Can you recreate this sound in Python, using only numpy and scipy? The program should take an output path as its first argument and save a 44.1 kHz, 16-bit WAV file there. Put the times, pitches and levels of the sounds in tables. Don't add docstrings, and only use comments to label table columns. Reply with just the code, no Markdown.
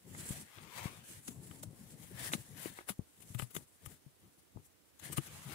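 import sys
import numpy as np
from scipy import signal
from scipy.fft import rfft, irfft
from scipy.io import wavfile
from scipy.ndimage import uniform_filter1d

SR = 44100
rng = np.random.default_rng(int(sys.argv[2]) if len(sys.argv) > 2 else 0)


def transcribe(u):
    v = np.clip(np.atleast_2d(u).T, -1, 1)
    q = np.round(v * 32767).astype(np.int16)
    wavfile.write(sys.argv[1], SR, q)


N = 244314
TIME = np.arange(N) / SR


def amp(db):
    return 10 ** (np.asarray(db) / 20)


def unit(x):
    return x / np.sqrt(np.mean(x ** 2) + 1e-20)


def colour(x, spectrum):
    hz, db = np.transpose(spectrum)
    f = abs(np.fft.fftfreq(4096, 1 / SR))
    level_db = np.interp(np.log(f + 1), np.log(hz + 1), db)
    log_gain = np.log(amp(np.maximum(level_db, -100)))
    taps = np.fft.ifft(np.exp(np.conj(signal.hilbert(log_gain)))).real[:2048]
    taps = taps / np.linalg.norm(taps)
    return signal.oaconvolve(x, taps[None], axes=1)[:, :N]


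def pan(db):
    ratio = amp(np.atleast_1d(db))
    return np.array([ratio, np.ones_like(ratio)]) * np.sqrt(2 / (1 + ratio ** 2))


def noise(alike):
    a, b = rng.standard_normal((2, N))
    alike = np.clip(alike, -1, 1)
    return np.array([a, alike * a + np.sqrt(1 - alike ** 2) * b])


def wander(hz):
    f = np.fft.rfftfreq(N, 1 / SR)
    return unit(irfft(rfft(rng.standard_normal(N)) / (1 + (f / hz) ** 4), N))


def fibres(per_s, spread_db, smooth, alike):
    size = amp(spread_db * np.minimum(rng.exponential(1, N), 4))
    catches = size * (rng.random(N) < per_s / SR)
    return unit(noise(alike) * (unit(catches) + smooth))


def add(mix, s, sound):
    part = mix[:, max(round(s * SR), 0):][:, :sound.shape[1]]
    part += sound[:, :part.shape[1]]


def stroke(start, length, rise_s, fall_s, ease, swell_db=0):
    early = np.maximum(start - TIME, 0)
    late = np.maximum(TIME - start - length, 0)
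    away = early / (rise_s + ease * length) + late / (fall_s + ease * length)
    swell = amp(swell_db * (np.clip((TIME - start) / length, 0, 1) - .5))
    return swell * np.exp(-np.minimum(away, 20))


# time_s [s], resonance_hz [Hz]
SHEET_RESONANCE = [(.35, 1670), (.8, 950), (1.2, 1800), (5.1, 1660), (5.3, 1360)]


def flex(x, patchy_db, hz_size, time_size, resonance_db=0):
    hz, t, z = signal.stft(x, SR, nperseg=1024, noverlap=768)
    patches = rng.standard_normal(z.shape[1:])
    for _ in range(2):
        patches = uniform_filter1d(patches, hz_size, 0)
        patches = uniform_filter1d(patches, time_size, 1)
    octaves = np.log2((hz[:, None] + 1) / np.interp(t, *np.transpose(SHEET_RESONANCE)))
    peaks = np.exp(-(octaves / 0.36) ** 2) + 0.45 * np.exp(-((octaves - 1) / 0.36) ** 2)
    gain = amp(patchy_db * unit(patches) + resonance_db * peaks)
    return unit(signal.istft(z * gain, SR, nperseg=1024, noverlap=768)[1][:, :N])


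# mode_hz [Hz], level_db [dB], t60_s [s]
SHEET_MODES = [(345, 8, 0.04), (1240, 5, 0.032), (2100, 0, 0.018), (2900, -1, 0.016)]


def ring(x):
    out = x
    for hz, db, t60 in SHEET_MODES:
        out = out + amp(db) * signal.lfilter(*signal.iirpeak(hz, hz * t60 / 2.2, fs=SR), x)
    return out


# frequency_hz [Hz], gain_db [dB]
RIGHT_SHADE = [(2000, -5), (4500, -1), (7500, 3.5), (12000, -15.5)]


def shaded(x):
    hz, db = np.transpose(RIGHT_SHADE)
    gain = amp(np.interp(np.fft.rfftfreq(N, 1 / SR), hz, db))
    return np.array([x[0], irfft(rfft(x[1]) * gain, N)])


# frequency_hz [Hz], density_db [relative dB per Hz]
ROOM_SPECTRUM = [(150, -10), (450, 2), (2600, -3.5), (9000, -8), (15600, -6)]
# frequency_hz [Hz], density_db [relative dB per Hz]
DRONE_SPECTRUM = [(25, -19), (75, 4.5), (200, -3.5), (300, 2), (430, -4.5), (1500, -25)]


def room():
    air = amp(-71.0) * colour(noise(0), ROOM_SPECTRUM)
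    drone = amp(-69.0) * colour(noise(0), DRONE_SPECTRUM)
    return air + drone * np.array([[0], [1]])


# frequency_hz [Hz], density_db [relative dB per Hz]
RUMBLE_SPECTRUM = [(25, -36.5), (50, -10), (80, 0), (150, 4.5), (330, -11), (1000, -24.5), (2000, -53)]
# start_s [s], length_s [s, without flanks], level_db [relative dB]
RUMBLES = [(0.067, 0.35, -52), (0.571, 0.12, -57), (0.768, 0.25, -56.5), (1.096, 0.093, -56.5),
           (1.292, 0.46, -53.5), (1.767, 0.28, -56), (2.109, 0.28, -50.5), (2.478, 0.24, -55.5),
           (3.202, 0.26, -62.5), (3.55, 0.061, -52.5), (3.822, 0.11, -58), (4.225, 0.061, -63),
           (4.379, 0.01, -65.5), (4.549, 0.052, -57.5), (5.03, 0.12, -54), (5.257, 0.15, -56.5),
           (5.462, 0.094, -50.5)]


def rumble(rise_s=0.0033, fall_s=0.012, ease=0.053):
    power = 0
    for start, length, db in RUMBLES:
        power = power + (amp(db) * stroke(start, length, rise_s, fall_s, ease)) ** 2
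    slips = flex(colour(noise(0.81), RUMBLE_SPECTRUM), patchy_db=3, hz_size=2, time_size=4)
    turns = np.cumsum(250 * np.exp(0.32 * wander(hz=43.77))) / SR
    judder = np.sin(2 * np.pi * turns) * (1 + .5 * wander(hz=18.0))
    return unit(slips + 0.41 * judder) * np.sqrt(power) * pan(8.2)


# release_s [s], push_db [relative dB], ring_hz [Hz], sharpness_q [Q],
# left_over_right_db [dB]
BUMPS = [(0.307, -18.5, 127, 0.74, 11), (0.857, -20.5, 133, 1.7, 11), (1.287, -31.5, 234, 3.3, 19),
         (1.5084, -40, 173, 3.6, 11), (1.635, -42, 620, 8.2, 14), (2.335, -25.5, 248, 1.9, 27),
         (2.351, -26, 189, 3.4, 25), (2.658, -25.5, 342, 3.3, 22), (2.903, -32, 193, 5.1, 16),
         (2.993, -19.5, 147, 1.37, 11), (3.3038, -36, 102, 2.9, 8), (3.35, -28.5, 120, 7.9, 34),
         (3.396, -31, 122, 5.2, 23), (3.426, -28, 122, 5.8, 42), (3.5662, -23, 190, 0.83, 28),
         (3.871, -36.5, 98, 2.6, 15), (4.064, -41, 140, 5.1, 31), (4.562, -27, 106, 0.76, 30),
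         (5.181, -21.5, 139, 4.8, 28), (5.186, -27, 330, 7, 14)]


def bumps(build_s=0.0055, release_turns=0.051, shiver_db=-25, shiver_s=0.016):
    t = np.arange(-1500, 6000) / SR
    out, shiver = np.zeros((2, 2, N))
    for s, db, hz, q, side_db in BUMPS:
        w = 2 * np.pi * hz
        push = np.exp(np.minimum(t, 0) / build_s) * (1 - np.tanh(t * hz / (2 * release_turns)))
        thud = signal.lfilter(*signal.bilinear([1, 0, 0], [1, w / q, w * w], SR), push)
        add(out, s + t[0], amp(db - 6.5) * pan(side_db) * thud)
        add(shiver, s, amp(db + shiver_db) * pan(side_db) * np.exp(-(t - t[0]) / shiver_s))
    return out + colour(shiver * noise(0.23), RUMBLE_SPECTRUM)


# frequency_hz [Hz], density_db [relative dB per Hz]
HISS_SPECTRUM = [(2000, -9.5), (5000, -10), (6500, -6.5), (10200, 2.5), (12300, -4.5), (15600, -5.5)]
RASP_SPECTRUM = [(200, -26), (480, -2.5), (950, -2), (1400, -8), (2100, -2.5), (3500, -6), (5200, -10.5),
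                 (9000, -14)]
# time_s [s], hiss_db [relative dB]
BACKGROUND_HISS = [(3.6, -66.5), (4.0, -73)]
# start_s [s], length_s [s, without flanks], hiss_db [relative dB], rasp_db [relative dB],
# swell_db [dB, start to end], left_over_right_db [dB]
SLIDES = [(0.193, 0.18, -48, -55, 1.5, -1.5), (0.55, 0.31, -72, -55, 5, 9),
          (0.779, 0.092, -53.5, -46.5, -4, 4), (0.898, 0.12, -60, -60, -4.5, 1),
          (1.081, 0.087, -51, -60.5, 0, -2), (1.266, 0.073, -54, -86, -4, 1.5),
          (1.425, 0.14, -56, -68.5, 5.5, -1.5), (1.79, 0.15, -59.5, -71, 2, 0.5),
          (2.027, 0.087, -55.5, -64.5, -4.5, 4), (2.195, 0.083, -45.5, -47.5, 2.5, 3.5),
          (2.348, 0.19, -56.5, -65.5, -15.5, 0.5), (2.579, 0.1, -50, -53, 6.5, 6),
          (2.776, 0.052, -62, -58.5, -7, 4.5), (3.297, 0.074, -58.5, -75, -8.5, -1),
          (3.556, 0.05, -53.5, -69, -3, 3), (3.843, 0.086, -60.5, -66, 4.5, 5),
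          (5.042, 0.048, -53, -51.5, -3.5, 3), (5.119, 0.083, -58, -59, -3, -3),
          (5.258, 0.18, -55.5, -54.5, 1.5, -2.5), (5.47, 0.054, -52.5, -51.5, 11, 5.5)]


def sliding(rise_s=0.0056, fall_s=0.0011, ease=0.33, background_rasp_db=-12.5):
    hiss_power = np.ones((2, 1)) * amp(np.interp(TIME, *np.transpose(BACKGROUND_HISS))) ** 2
    rasp_power = hiss_power * amp(background_rasp_db) ** 2
    for start, length, hiss_db, rasp_db, swell_db, side_db in SLIDES:
        power = (pan(side_db) * stroke(start, length, rise_s, fall_s, ease, swell_db)) ** 2
        hiss_power += amp(hiss_db) ** 2 * power
        rasp_power += amp(rasp_db) ** 2 * power
    pressure = wander(hz=25.2)
    hiss = colour(fibres(per_s=2000, spread_db=1.6, smooth=1.8, alike=0), HISS_SPECTRUM)
    rasp = colour(fibres(per_s=2600, spread_db=1.8, smooth=1.3, alike=0), RASP_SPECTRUM)
    hiss = flex(hiss, patchy_db=1.5, hz_size=24, time_size=12) * amp(2.1 * pressure)
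    rasp = flex(rasp, patchy_db=2, hz_size=4, time_size=7, resonance_db=9) * amp(pressure / 2)
    return hiss * np.sqrt(hiss_power) + rasp * np.sqrt(rasp_power)


# frequency_hz [Hz], density_db [relative dB per Hz]
SCRAPE_SPECTRUM = [(150, -23), (450, -1.5), (3500, -5.5), (8000, -17.5)]
# peak_s [s], hiss_db [relative dB], rasp_db [relative dB],
# length_s [s, rise plus fall time constants], left_over_right_db [dB]
SCUFFS = [(0.293, -43, -52, 0.013, -5), (1.2815, -38, -50, 0.0078, -2), (1.634, -39.5, -70, 0.0069, -1.5),
          (2.336, -34.5, -42, 0.015, 1), (2.895, -34.5, -36.5, 0.015, 3.5), (3.206, -52, -68, 0.0064, -1),
          (3.225, -48.5, -82, 0.011, 25), (3.349, -45.5, -48, 0.0081, 19), (3.394, -40.5, -40, 0.011, 5),
          (3.424, -44, -52, 0.02, 10), (3.511, -52.5, -60, 0.01, 23), (3.552, -40.5, -58, 0.008, 18),
          (3.567, -40.5, -36, 0.0053, 5), (3.861, -43.5, -79, 0.0082, 31), (4.234, -69, -68, 0.035, 6),
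          (4.392, -65, -72.5, 0.016, 10), (4.655, -62, -78, 0.019, 5), (4.998, -50.5, -79, 0.0063, 24),
          (5.129, -38.5, -45, 0.0095, 23), (5.176, -34, -39, 0.01, 3), (5.268, -48.5, -54, 0.014, 1.5)]


def scuffs(rise_share=0.41):
    hiss, rasp = np.zeros((2, 2, N))
    for s, hiss_db, rasp_db, length, side_db in SCUFFS:
        away = np.maximum((s - TIME) / rise_share, (TIME - s) / (1 - rise_share)) / length
        away = np.minimum(away, 20)
        brush = pan(side_db) * np.exp(1 - np.hypot(away, 1))
        hiss += amp(hiss_db) * brush
        rasp += amp(rasp_db) * brush
    fine = flex(noise(0), patchy_db=3.5, hz_size=26, time_size=8)
    coarse = fibres(per_s=1800, spread_db=4, smooth=.7, alike=0)
    coarse = flex(coarse, patchy_db=2, hz_size=7, time_size=8)
    return colour(hiss * fine, HISS_SPECTRUM) + ring(colour(rasp * coarse, SCRAPE_SPECTRUM)) / 2


# start_s [s], level_db [relative dB], brightness_hz [Hz], left_over_right_db [dB]
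SNAPS = [(0.148, -38, 2200, 0), (0.584, -39, 3870, -4), (1.2805, -39, 2880, 18), (1.5117, -43.5, 3360, 23),
         (1.632, -40.5, 1580, 4), (2.318, -35.5, 2700, -1), (2.3343, -19.5, 4160, 0.5),
         (2.657, -36, 2900, 2), (2.787, -32.5, 2280, -1), (2.807, -39.5, 1500, -7),
         (3.347, -39.5, 3900, 27), (3.396, -28.5, 3340, 33), (3.4221, -35, 2790, 14),
         (3.551, -39, 4060, 20), (3.5645, -30, 3680, 7), (3.860, -39.5, 3640, 11), (4.571, -39, 1070, 7),
         (5.098, -37, 1000, -2), (5.181, -27, 3100, 7)]


def snaps(spread_s=0.000903, lag_s=0.000338, crinkle_db=-32, crinkle_s=0.0031, hollow_db=5):
    t, f = TIME[:4096], np.fft.rfftfreq(4096, 1 / SR)
    out = np.zeros((2, N))
    for s, db, bright_hz, side_db in SNAPS:
        dispersion = 2 * spread_s * np.sqrt(f * bright_hz)
        turns = dispersion + f * np.array([[0], [lag_s]])
        swell = amp(crinkle_db) * t / crinkle_s * np.exp(1 - t / crinkle_s)
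        crinkle = swell * rng.standard_normal((2, len(t)))
        click = irfft(np.exp(-2j * np.pi * turns)) + crinkle
        sound = ring(signal.lfilter(*signal.cheby1(4, hollow_db, bright_hz, fs=SR), click))
        add(out, s, amp(db - 21.5) * pan(side_db) * unit(sound))
    return out


def scene():
    paper = shaded(sliding() + scuffs() + snaps())
    return paper + bumps() + rumble() + room()


def record(dry, low_cut_hz=38, edge_hz=15700):
    thin = signal.sosfilt(signal.butter(2, low_cut_hz, "high", fs=SR, output="sos"), dry)
    band_limit = signal.firwin(511, edge_hz, window=("kaiser", 9), fs=SR)
    return signal.oaconvolve(thin, band_limit[None], "same")


dry = scene()
out = record(dry)
transcribe(out)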